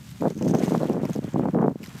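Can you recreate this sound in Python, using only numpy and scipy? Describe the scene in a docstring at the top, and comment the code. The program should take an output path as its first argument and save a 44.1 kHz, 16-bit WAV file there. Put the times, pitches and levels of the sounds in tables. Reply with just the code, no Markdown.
"""Gusty wind thumps and pops on a sandy shore, over a faint gritty wash that swells and ebbs.
Each gust is a stream of eddies (small swirls of air) striking a camera's microphone port, its opening.
Each eddy is one blunt pressure pulse that rings briefly in the microphone's bass cut.
Behind the wind, grit and pebbles tick, crunch and clink as they touch, and the far shore hisses."""
import sys
import numpy as np
from scipy.fft import rfft, irfft, next_fast_len
from scipy.io import wavfile
from scipy.ndimage import map_coordinates

SR = 44100
rng = np.random.default_rng(int(sys.argv[2]) if len(sys.argv) > 2 else 0)


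def bounce(signal):
    """Save signal as a 16-bit WAV file at the path given by the first command-line argument."""
    frames = np.transpose(np.atleast_2d(signal))
    limited = np.clip(frames, -1, 1)
    pcm = np.round(limited * 32767).astype(np.int16)
    wavfile.write(sys.argv[1], SR, pcm)


N = 88200


def wind():
    """A light breeze, gusts and hard single eddies push on the microphone port."""
    # gusts: start/s, end/s, strength/dB, typical eddy half width/ms (narrow sounds bright)
    gust_spans = [(0.113, 0.138, -40.5, 2.7), (0.219, 0.278, -23.5, 0.48), (0.302, 0.324, -31.5, 0.8),
                  (0.356, 0.387, -29, 1.53), (0.412, 0.464, -24, 0.73), (0.453, 0.52, -22.5, 0.99),
                  (0.538, 0.552, -20, 0.57), (0.559, 0.69, -25, 0.69), (0.708, 0.772, -23.5, 0.63),
                  (0.797, 0.866, -29, 0.51), (0.889, 0.979, -24.5, 0.61), (0.989, 1.02, -27.5, 0.76),
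                  (1.039, 1.059, -26.5, 0.68), (1.094, 1.105, -24, 0.77), (1.155, 1.179, -29, 0.72),
                  (1.226, 1.287, -32.5, 0.89), (1.344, 1.492, -25.5, 0.67), (1.543, 1.663, -23, 0.49),
                  (1.66, 1.717, -28, 0.6), (1.806, 1.837, -35.5, 1.07), (1.945, 1.958, -37, 1.18)]
    # the hardest single eddies: t/s, strength/dB, half width/ms
    buffets = [(0.2236, -11, 0.39), (0.245, -19, 0.58), (0.2553, -9, 0.37), (0.2724, -10, 0.55),
               (0.279, -15, 0.52), (.468, -10.5, 0.6), (.545, -14.5, 0.31), (0.553, -6.5, 0.49),
               (0.636, -8.5, 0.67), (0.6802, -9, 0.53), (.721, -8.5, 0.5), (.7505, -9.5, 0.28),
               (0.8135, -12.5, 0.56), (0.8326, -11.5, .5), (0.8559, -15, 0.54), (0.8986, -10.5, 0.48),
               (0.9072, -17, 0.77), (1.0335, -10.5, 0.64), (1.0544, -15, 0.64), (1.0959, -15, 0.51),
               (1.1617, -14, 0.56), (1.1903, -11, 0.75), (1.2451, -15.5, 0.68), (1.3439, -10, 1.14),
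               (1.3609, -10.5, 0.8), (1.396, -11, 0.39), (1.4359, -20, 0.32), (1.4573, -17, 0.28),
               (1.4868, -15.5, 0.31), (1.5369, -9.5, 1.17), (1.5596, -9, 0.85), (1.576, -18, 0.33),
               (1.5883, -16.5, 0.23), (1.6067, -16, 0.45), (1.6281, -12.5, 0.47), (1.646, -7.5, 0.4),
               (1.6602, -11.5, 0.41), (1.6814, -6.5, 0.38), (1.7074, -17.5, 0.52), (1.715, -10.5, 1.96),
               (1.758, -17.5, 0.76), (1.804, -22.5, 1.6), (1.883, -25.5, 1.2), (1.95, -20, 2.05)]
    breeze = eddies(0, N / SR, level_db=-50.5, width_ms=2.8)
    gusts = sum(eddies(*gust) for gust in gust_spans)
    times, db, width_ms = np.transpose(buffets)
    return port(breeze + gusts + pulses(times, amp(db), width_ms))


def eddies(start, end, level_db, width_ms):
    """One gust is a stream of pressure pulses: it rises fast, holds and drops away."""
    per_s, attack_s, release_s = 480, 0.011, 0.013
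    scatter_db, width_scatter, narrowing_per_db = 3, 0.15, 0.0936
    count = int(per_s * N / SR)
    slip, strength, spread, sign = rng.standard_normal((count, 4)).T
    times = (np.arange(count) + .5 * slip) / per_s
    fade = np.exp(np.minimum(times - start, 0) / attack_s - np.maximum(times - end, 0) / release_s)
    db = scatter_db * np.minimum(strength, 1) + 20 * np.log10(fade + 1e-9)
    widths = width_ms * np.exp(width_scatter * spread - narrowing_per_db * db)  # stronger is shorter
    sizes = np.sign(sign) * amp(level_db + db + 2.5)
    audible = db > -40
    return pulses(times[audible], sizes[audible], widths[audible])


def pulses(times, sizes, width_ms):
    """Each eddy gives one blunt, bell-shaped push or pull on the air."""
    roundness = 1.64  # higher has less treble
    reach = np.arange(-(SR // 100), SR // 100 + 1)
    index = np.round(times * SR).astype(int)[:, None] + reach
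    widths_away = reach * 1000 / SR / width_ms[:, None]
    shape = np.hanning(len(reach)) / (1 + widths_away ** 2 / roundness) ** roundness
    inside = (index >= 0) & (index < N)
    return np.bincount(index[inside], (sizes[:, None] * shape)[inside], N)


def port(pressure):
    """The port colours the pressure; two bass cuts make each pulse swing back and ring."""
    # tone of the port: f/Hz, gain/dB
    colour = [(30, 2), (100, -5.5), (200, 0.5), (350, 2), (600, 3.5), (1000, 4), (1600, 3.5), (3000, -1)]

    def response(hz):
        bass_cut = high_pass(hz, corner_hz=114, q=0.96)
        bass_ring = high_pass(hz, corner_hz=173, q=1.293)
        return bass_cut * bass_ring * gain_at(hz, colour)
    return filtered(pressure, response)


def flaps():
    """Some eddies flap at the port for a cycle or two: low ones thump, high ones pop."""
    # flapping eddies: t/s, level/dB, f/Hz
    events = [(0.126, -31.5, 142), (0.2247, -20.5, 203), (.245, -18.5, 695), (.2505, -21, 470),
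              (.2615, -18, 615), (.274, -16, 337), (.308, -26, 390), (.462, -27, 580), (0.4678, -17, 233),
              (0.498, -17.5, 188), (.589, -14, 373), (.6065, -21, 600), (0.645, -22.5, 217),
              (.745, -17.5, 430), (0.748, -18, 880), (0.78, -17, 192), (.807, -21.5, 525),
              (0.8152, -25, 193), (0.8338, -20, 560), (.903, -18.5, 328), (.968, -20.5, 404),
              (1.1089, -19.5, 197), (1.3605, -19.5, 860), (1.383, -21, 318), (1.411, -18, 304),
              (1.428, -17, 290), (1.438, -17, 194), (1.4565, -20.5, 760), (1.459, -14, 217),
              (1.498, -20.5, 167), (1.555, -16.5, 570), (1.576, -15, 410), (1.5778, -13.5, 202),
              (1.6077, -13.5, 197), (1.612, -28, 1100), (1.6281, -14, 650), (1.6434, -19, 750),
              (1.65, -14.5, 430), (1.6629, -18, 260)]
    half_length_cycles = 0.75
    t = np.arange(N) / SR
    out = np.zeros(N)
    for s, db, hz in events:
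        cycles = (t - s) * hz
        swell = np.exp(-(cycles / half_length_cycles) ** 2 / 2)
        out += amp(db) * swell * np.cos(2 * np.pi * (cycles + rng.random()))
    return out


def rumble():
    """The breeze keeps up a low rumble that wavers a little."""
    # tone of the rumble: f/Hz, relative level/dB
    colour = [(20, -30), (45, -20.5), (70, -1), (130, 6), (220, -1.5), (400, -21), (800, -34),
              (2000, -45.5)]
    return amp(-44.5 + wobble(per_s=16)) * noise(colour)


def wash():
    """A gritty hiss and a duller body swell, ebb and flutter on the shore."""
    # rise and fall of the wash: t/s, relative hiss level/dB, relative body level/dB
    swells = [(0, -58.5, -63), (.1, -53.5, -73), (.2, -57, -59), (.28, -56, -55), (.35, -61.5, -66),
              (.42, -58, -55), (.49, -50.5, -56), (.53, -57, -54.5), (0.631, -48, -44.5), (.71, -50, -48.5),
              (.79, -51.5, -52), (.88, -55, -52), (1.0, -61, -55.5), (1.13, -52, -51.5), (1.199, -60, -58),
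              (1.321, -58, -51), (1.5, -64, -57.5), (1.65, -67.5, -60.5), (1.78, -67.5, -67),
              (1.84, -53.5, -58.5), (1.92, -58, -52.5), (2.0, -50.5, -55)]
    # tone of the hiss and its grit: f/Hz, relative level/dB
    hiss_colour = [(600, -23), (1500, 0.5), (2400, 1), (3300, 2), (5000, -1), (6500, -0.5), (8200, -2.5),
                   (9800, -9), (12000, -5), (15000, -15.5)]
    # tone of the body: f/Hz, relative level/dB
    body_colour = [(200, -2), (600, 2), (1100, 3), (1500, 3), (2200, -1.5), (3200, -10.5), (6000, -40)]
    hiss_flutter_db, body_flutter_db = 1.5, 2.5
    t = np.arange(N) / SR
    times, hiss_db, body_db = np.transpose(swells)
    hiss = noise(hiss_colour) + amp(-3) * grit(hiss_colour, per_s=500)
    hiss *= amp(np.interp(t, times, hiss_db) + 0.5 + hiss_flutter_db * wobble(per_s=60))
    body = noise(body_colour)
    body *= amp(np.interp(t, times, body_db) + 1.5 + body_flutter_db * wobble(per_s=45))
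    return hiss + body


def scrape():
    """Fine grit scrapes once, in a bright patch of clicks that fades in and out."""
    # tone of the scrape: f/Hz, relative level/dB
    colour = [(1500, -8), (4000, -16), (5300, -4), (6400, 6), (7400, -15), (8500, -9), (10000, -25),
              (13000, -14), (15500, -24)]
    middle_s, spread_s = 0.54, 0.16
    t = np.arange(N) / SR
    swell = np.exp(-((t - middle_s) / spread_s) ** 2)
    return amp(-49.5) * swell * grit(colour, per_s=410)


def grit(colour, per_s):
    """Grains make a dense patter of tiny clicks of uneven size, at rms 1."""
    scatter_db = 7.5
    sizes = rng.choice([-1, 1], N) * amp(scatter_db * np.minimum(rng.standard_normal(N), 2))
    hits = rng.random(N) < per_s / SR
    return unit(coloured(hits * sizes, colour))


def ticks():
    """Bits of grit touch with bright ticks."""
    # ticks: t/s, relative level/dB
    events = [(.378, -37), (0.4251, -25.5), (0.459, -35), (0.4802, -28), (0.4934, -31), (0.5068, -34),
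              (0.5485, -20.5), (0.554, -36), (0.578, -39), (0.5854, -30.5), (0.6589, -28), (1.0982, -39),
              (1.1326, -35), (1.1426, -32.5), (1.2414, -35.5), (1.2907, -45), (1.3356, -38)]
    # tone of a tick: f/Hz, relative level/dB
    colour = [(1500, -6.5), (4500, -17), (5500, -10), (6300, 0), (7200, -11.5), (8500, -15), (10000, -34),
              (13000, -17), (15500, -29)]
    return amp(-6) * contacts(events, colour, decay_s=0.015)


def crunches():
    """Shifting pebbles make duller crunches."""
    # crunches: t/s, relative level/dB
    events = [(0.1036, -47), (0.2087, -34), (0.302, -29), (0.389, -32.5), (0.6249, -29), (.639, -31),
              (.681, -37), (0.7787, -32.5), (.9316, -35.5), (1.0523, -30.5), (1.16, -33), (1.831, -30.5),
              (1.8402, -28.5), (1.85, -37), (1.8604, -29), (1.872, -32)]
    # tone of a crunch: f/Hz, relative level/dB
    colour = [(500, -10), (1300, -3), (2200, 6), (3500, -7.5), (5000, 0.5), (7500, -6.5), (9500, -23),
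              (12000, -7.5), (15500, -29)]
    return amp(-7.5) * contacts(events, colour, decay_s=0.02)


def snaps():
    """Single grains make thin, glassy snaps."""
    # snaps: t/s, relative level/dB
    events = [(.1053, -37), (.218, -34.5), (.252, -40), (.549, -37), (.894, -35), (1.0525, -29.5),
              (1.099, -31), (1.109, -34), (1.162, -39), (1.52, -50), (1.574, -47), (1.634, -46),
              (1.677, -44)]
    # tone of a snap: f/Hz, relative level/dB
    colour = [(2000, -20), (5000, -5), (8000, 2.5), (10000, -7), (12000, 6), (15500, -7)]
    return amp(-10.5) * contacts(events, colour, decay_s=0.011)


def contacts(events, colour, decay_s):
    """Each stony touch is a burst of noise with its own tone peaks; it falls 60 dB in decay_s."""
    peak_depth_db, peak_spacing_hz = 5, 756
    t = np.arange(SR // 10) / SR
    hz = np.fft.rfftfreq(len(t), 1 / SR)
    out = np.zeros(N + len(t))
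    for s, db in events:
        peaks = amp(peak_depth_db * map_coordinates(rng.standard_normal(64), [hz / peak_spacing_hz]))
        spectrum = rfft(rng.standard_normal(len(t))) * peaks
        burst = unit(irfft(spectrum, len(t)))
        out[round(s * SR):][:len(t)] += burst * amp(db - 60 * t / decay_s)
    return coloured(out[:N], colour)


def clinks():
    """A small knocked pebble rings at one pitch for an instant."""
    # knocks: t/s, level/dB, f/Hz
    events = [(.826, -41, 4040), (.875, -41.5, 3270), (.895, -38.5, 2830), (1.26, -45, 3160),
              (1.287, -47, 3370)]
    decay_s = 0.017  # time to fall 60 dB
    out = np.zeros(N)
    for s, db, hz in events:
        age = np.arange(N) / SR - s
        fade = (age >= 0) * amp(db - 60 * np.abs(age) / decay_s)
        out += fade * np.sin(2 * np.pi * hz * age)
    return out


def far_shore():
    """The distant shore is a faint, steady hiss."""
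    # tone of the far shore: f/Hz, relative level/dB
    colour = [(200, -8), (1000, 9), (2200, -3.5), (5000, -35), (10000, -28), (15000, -8)]
    return amp(-62.5) * noise(colour)


def amp(db):
    """Turn decibels into a gain."""
    return 10 ** (np.asarray(db) / 20)


def unit(x):
    """Scale x so its rms (typical size) is 1."""
    return x / np.sqrt(np.mean(x ** 2) + 1e-20)


def gain_at(hz, colour):
    """Read gains from a tone curve of (f/Hz, level/dB) points."""
    f, db = np.transpose(colour)
    return amp(np.interp(np.log(hz + 1), np.log(f + 1), db))


def high_pass(hz, corner_hz, q):
    """Response of a bass cut; a higher q rings longer."""
    return -hz ** 2 / (corner_hz ** 2 - hz ** 2 + 1j * hz * corner_hz / q)


def filtered(x, response):
    """Multiply each frequency in x by response(hz)."""
    size = next_fast_len(N + SR // 2)
    return irfft(rfft(x, size) * response(np.fft.rfftfreq(size, 1 / SR)), size)[:N]


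def coloured(x, colour):
    """Shape x with a tone curve, scaled so white noise would keep its power."""
    return filtered(x, lambda hz: unit(gain_at(hz, colour)))


def noise(colour):
    """Noise with the given tone, at rms 1."""
    return unit(coloured(rng.standard_normal(N), colour))


def wobble(per_s):
    """A smooth curve through per_s random points a second."""
    points = rng.standard_normal(int(N * per_s / SR) + 4)
    return map_coordinates(points, [np.arange(N) * per_s / SR])


def scene():
    """Wind in front, the shore behind, in one channel."""
    shore = far_shore() + ticks() + crunches() + snaps() + clinks() + wash() + scrape()
    return (shore + rumble() + wind() + flaps())[None]


def record(dry):
    """The camera cuts off the very highest treble."""
    top_hz = 15600
    return filtered(dry[0], lambda hz: hz < top_hz)[None]


dry = scene()
out = record(dry)
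bounce(out)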